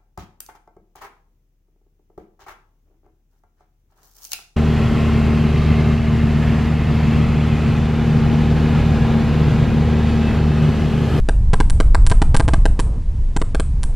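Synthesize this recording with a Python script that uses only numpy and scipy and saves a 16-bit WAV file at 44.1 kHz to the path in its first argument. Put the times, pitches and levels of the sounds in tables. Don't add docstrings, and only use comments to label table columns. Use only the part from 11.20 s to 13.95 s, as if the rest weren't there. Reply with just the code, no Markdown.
import sys
import numpy as np
from scipy import signal
from scipy.fft import rfft, irfft, next_fast_len
from scipy.io import wavfile
from scipy.ndimage import uniform_filter1d

SR = 44100
rng = np.random.default_rng(int(sys.argv[2]) if len(sys.argv) > 2 else 0)


def to_linear_factor(level_db):
    exponent = np.asarray(level_db, float) / 20
    return 10 ** exponent


def generate_wav(signal):
    frames = np.transpose(np.atleast_2d(signal))
    scaled = np.clip(frames, -1, 1) * 32767
    pcm = np.round(scaled).astype(np.int16)
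    wavfile.write(sys.argv[1], SR, pcm)


N = 121275

# start_s, rumble_db, roar_db
THRUST_CURVE = [(0.0, -13, -48), (0.11, -19.5, -38), (0.14, -12.5, -41.5), (0.59, -8.5, -37),
                (1.29, -10, -36), (1.51, -8.5, -42), (1.57, -19.5, -37.5), (1.6, -12.5, -34.5),
                (1.75, -19, -35.5), (1.78, -13.5, -37), (1.84, -22, -45), (1.87, -15.5, -41.5),
                (2.1, -16.5, -42.5), (2.14, -21, -43), (2.18, -19, -43), (2.47, -15.5, -43.5),
                (2.69, -17.5, -38), (2.75, -17.5, -40)]
# start_s, length_ms, step_size, crest_delay_ms, crest_size (full scale = 1)
FEED_DROPOUTS = [(0.08824, 0.93, 0.48, 20.9, 0.49), (0.33407, 3.33, 0.56, 24.7, 0.47),
                 (0.40282, 1.59, 0.58, 12.8, 0.55), (0.60228, 1.13, 0.58, 16.6, 0.43),
                 (0.74758, 0.32, 0.62, 17.9, 0.48), (0.91541, 3.51, 0.61, 15.1, 0.18),
                 (1.01865, 1.84, 0.6, 12.9, 0.49), (1.14552, 2.88, 0.59, 24.9, 0.41),
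                 (1.1984, 5.28, 0.56, 13.3, 0.16), (1.28069, 5.17, 0.53, 14.0, 0.39),
                 (1.33584, 2.15, 0.55, 19.9, 0.52), (1.45547, 0.88, 0.55, 11.4, 0.42),
                 (1.59294, 1.41, 0.37, 15.8, 0.43), (2.16477, 1.77, 0.34, 23.2, 0.44),
                 (2.21645, 1.22, 0.34, 21.6, 0.33), (2.34783, 1.02, 0.33, 23.9, 0.39),
                 (2.39831, 1.09, 0.35, 23.7, 0.27)]
# start_s, signed_size, swell_delay_ms, signed_swell_size (full scale = 1)
FEED_TICKS = [(.49965, -.58, 18.1, -.6), (.86631, .78, 10.4, .76), (.89965, -.44, 12.0, -.67),
              (1.16629, .8, 7.1, .74), (1.59962, .5, 9.1, .43), (2.16645, -.14, 18, .2),
              (2.16659, -.2, 18, .2), (2.16668, .12, 18, .2), (2.16679, .16, 18, .2),
              (2.39950, .12, 4, -.2), (2.39961, .3, 4, -.2), (2.63291, .44, 18.0, .35)]


def colour(x, points):
    hz, db = np.array(points, float).T
    size = next_fast_len(len(x))
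    f = np.maximum(np.arange(size // 2 + 1) * SR / size, 1)
    gain = to_linear_factor(np.interp(np.log(f), np.log(hz), db, left=-80))
    return irfft(rfft(x, size) * gain, size)[:len(x)]


def butter(x, order, hz, kind):
    return signal.sosfilt(signal.butter(order, hz, kind, fs=SR, output="sos"), x)


def unit(x):
    return x / np.sqrt(np.mean(x ** 2))


def bump(t, at, before, after):
    return np.exp(-.5 * ((t - at) / np.where(t < at, before, after)) ** 2)


def gate(t, at, length):
    return np.clip((t - at) * SR, 0, 1) - np.clip((t - at - length) * SR, 0, 1)


def decay(t, t60_s):
    return np.exp(-np.log(1000) * t / t60_s)


def free_rumble():
    # pitch_hz, level_db (per Hz)
    rumble_colour = [(12, -20), (22, 0), (34, -6.5), (58, -8), (85, -20), (140, -26.5), (210, -36.5),
                     (400, -50)]
    even_out, pointed = .55, .93
    wave = signal.hilbert(colour(rng.standard_normal(N), rumble_colour))
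    peaks = np.arcsin(pointed * np.cos(np.angle(wave)))
    noise = unit(np.abs(wave) ** (1 - even_out) * peaks)
    return signal.sosfiltfilt(signal.butter(2, 300.0, fs=SR, output="sos"), noise)


def rumble(t):
    fall_s, trough_lead_s, recover_s, depth = 0.0024, 0.00066, 0.0073, 0.83
    crest_s, swell_rise_s, swell_fall_s = 0.0031, 0.0019, .008
    duck, busy_s = .93, .017
    start_s, rumble_db, _ = np.array(THRUST_CURVE).T
    shapes, busy = [np.zeros(N)], np.zeros(N)
    for at, ms, size, crest_ms, crest in FEED_DROPOUTS:
        trough = bump(t, at - trough_lead_s, fall_s, recover_s + ms / 2000)
        shapes.append(crest * bump(t, at + crest_ms / 1000, crest_s, 1.2 * crest_s))
        shapes.append(-depth * size * trough)
        busy = np.maximum(busy, bump(t, at + crest_ms / 2000, busy_s, busy_s))
    for at, _, swell_ms, swell in FEED_TICKS:
        peak_s = at + swell_ms / 1000
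        shapes.append(swell * bump(t, peak_s, swell_rise_s, swell_fall_s))
        busy = np.maximum(busy, bump(t, peak_s, 0.011, 0.012))
    free = free_rumble() * to_linear_factor(np.interp(t, start_s, rumble_db) + 0.76) * (1 - duck * busy)
    return free + np.max(shapes, axis=0) + np.min(shapes, axis=0)


def roar(t):
    # pitch_hz, level_db (per Hz)
    roar_colour = [(120, 11.5), (250, -1), (500, -8.5), (730, -13.5), (950, -12.5), (1400, -24.5),
                   (2500, -41.5), (5000, -67)]
    start_s, _, roar_db = np.array(THRUST_CURVE).T
    bands = np.zeros(N)
    for hz in 100 * 2. ** np.arange(7):
        bands += butter(rng.standard_normal(N), 2, [hz, 2 * hz], "bandpass")
    return unit(colour(bands, roar_colour)) * to_linear_factor(np.interp(t, start_s, roar_db) + 1.4)


def line_hiss():
    hiss = colour(rng.standard_normal(N), [(1500, 13), (4000, 5), (9000, 2), (11000, -3.5)])
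    return to_linear_factor(-56.5) * unit(hiss)


def crackle(t, low):
    tick_s, tick_db = 1 / SR, 5.6
    steps, ticks = np.zeros(N), np.zeros(N)
    for at, ms, size, _, _ in FEED_DROPOUTS:
        held = size + low[int(at * SR)] - low
        steps += gate(t, at, ms / 1000) * held
    for at, size, _, _ in FEED_TICKS:
        ticks += size * gate(t, at - tick_s / 2, tick_s)
    return steps + to_linear_factor(tick_db) * ticks


def speaker_cone(woofer_t, tweeter_t):
    # pitch_hz, level_db, t60_ms, polarity
    speaker_modes = [(366, -17.9, 3.0, -1), (954, -8.2, 3.5, 1), (1065, -10.9, 5.6, -1),
                     (1574, -27.0, 20.1, -1), (2204, -34.6, 9.4, 1), (2646, -42.5, 16.1, -1),
                     (3216, -34.6, 6.9, -1), (3707, -33.0, 6.7, -1), (4303, -26.1, 3.0, -1),
                     (5812, -39.8, 19.4, 1), (7449, -27.0, 10.5, -1), (8667, -25.5, 4.0, 1),
                     (8938, -39.1, 22.2, 1), (10335, -34.1, 8.7, 1)]
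    crossover_hz, tweeter_db = 2300, 3
    box_hz, box_db, box_t60_s = 437.3, -41.5, 0.045
    cone = np.zeros(len(woofer_t))
    for hz, db, ms, polarity in speaker_modes:
        late = woofer_t if hz < crossover_hz else tweeter_t
        level = to_linear_factor(db + tweeter_db * (hz > crossover_hz))
        cone += polarity * level * np.sin(2 * np.pi * hz * late) * decay(late, ms / 1000)
    cone = butter(cone, 1, 230.0, "highpass")
    box = np.sin(2 * np.pi * box_hz * woofer_t) * decay(woofer_t, box_t60_s)
    return cone + to_linear_factor(box_db) * box


def wall_echoes(cone):
    # delay_ms (after the loudspeaker), level_db
    wall_bounces = [
        (11.5, -13.5),
        (23.1, -21),
        (33.6, -34),
    ]
    bright = butter(cone, 2, 5560, "highpass")
    return sum(to_linear_factor(db) * np.roll(bright, int(ms / 1000 * SR)) for ms, db in wall_bounces)


def near_scatter(late):
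    near_colour = [(300, -2), (1200, -4.5), (4000, -7.5), (6500, -18), (9500, 3.5)]
    near = unit(colour(rng.standard_normal(len(late)), near_colour))
    return to_linear_factor(-23.5) * (late > 0) * near * decay(late, 0.025)


def room_tail(t, late):
    # pitch_hz, level_db (per Hz)
    room_colour = [(200, 1.5), (450, -10), (900, 3), (1600, -5), (2600, -4), (6000, -6.5), (8800, 9.5),
                   (11000, -5.5)]
    rise_s, t60_s = .01, .3
    tail = unit(colour(rng.standard_normal(len(t)), room_colour))
    return to_linear_factor(-38) * tail * (1 - np.exp(-late / rise_s)) * decay(t, t60_s)


def loudspeaker():
    woofer_lag_s, tweeter_lag_s = .004537, .004768
    t = np.arange(SR // 2) / SR
    woofer_t = np.maximum(t - woofer_lag_s, 0)
    tweeter_t = np.maximum(t - tweeter_lag_s, 0)
    cone = speaker_cone(woofer_t, tweeter_t)
    return to_linear_factor(0.55) * (cone + wall_echoes(cone) + near_scatter(woofer_t) + room_tail(t, woofer_t))


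def scene():
    t = np.arange(N) / SR
    low = rumble(t)
    clicks = crackle(t, low)
    answer = signal.fftconvolve(clicks, loudspeaker())[:N]
    mid = low + roar(t) + line_hiss() + clicks + answer
    side_colour = [(30, -4.5), (300, -11.5), (600, -10.5), (1200, -24.5), (10000, -19)]
    side = to_linear_factor(-28.5) * colour(mid, side_colour)
    return np.array([mid - side, mid + side])


def dip_treble(dry):
    # start_s, length_ms, top_hz
    treble_dips = [
        (0.319, 6.4, 10500),
        (.347, 5.3, 7000),
        (0.511, 15, 7000),
        (.878, 11, 7000),
        (1.158, 3.5, 7500),
        (1.212, 9.8, 8000),
        (1.264, 10.5, 10500),
        (2.177, 18, 7000),
        (2.228, 15, 7000),
        (2.335, 5.8, 10500),
    ]
    bottom_hz, loss_db = 2300, -16
    t, link = np.arange(N) / SR, dry
    for at, ms, top_hz in treble_dips:
        sos = signal.butter(2, [bottom_hz, top_hz], "bandpass", fs=SR, output="sos")
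        band = signal.sosfiltfilt(sos, dry)
        fade = uniform_filter1d(gate(t, at, ms / 1000), size=90)
        link = link - (1 - to_linear_factor(loss_db)) * fade * band
    return link


def top_cut(x):
    return signal.sosfilt(signal.butter(12, 11420, fs=SR, output="sos"), x)


def record(dry):
    link = dip_treble(dry)
    mix = signal.sosfiltfilt(signal.ellip(5, .3, 24, 10750, fs=SR, output="sos"), link)
    return top_cut(mix)


dry = scene()
out = record(dry)
generate_wav(out)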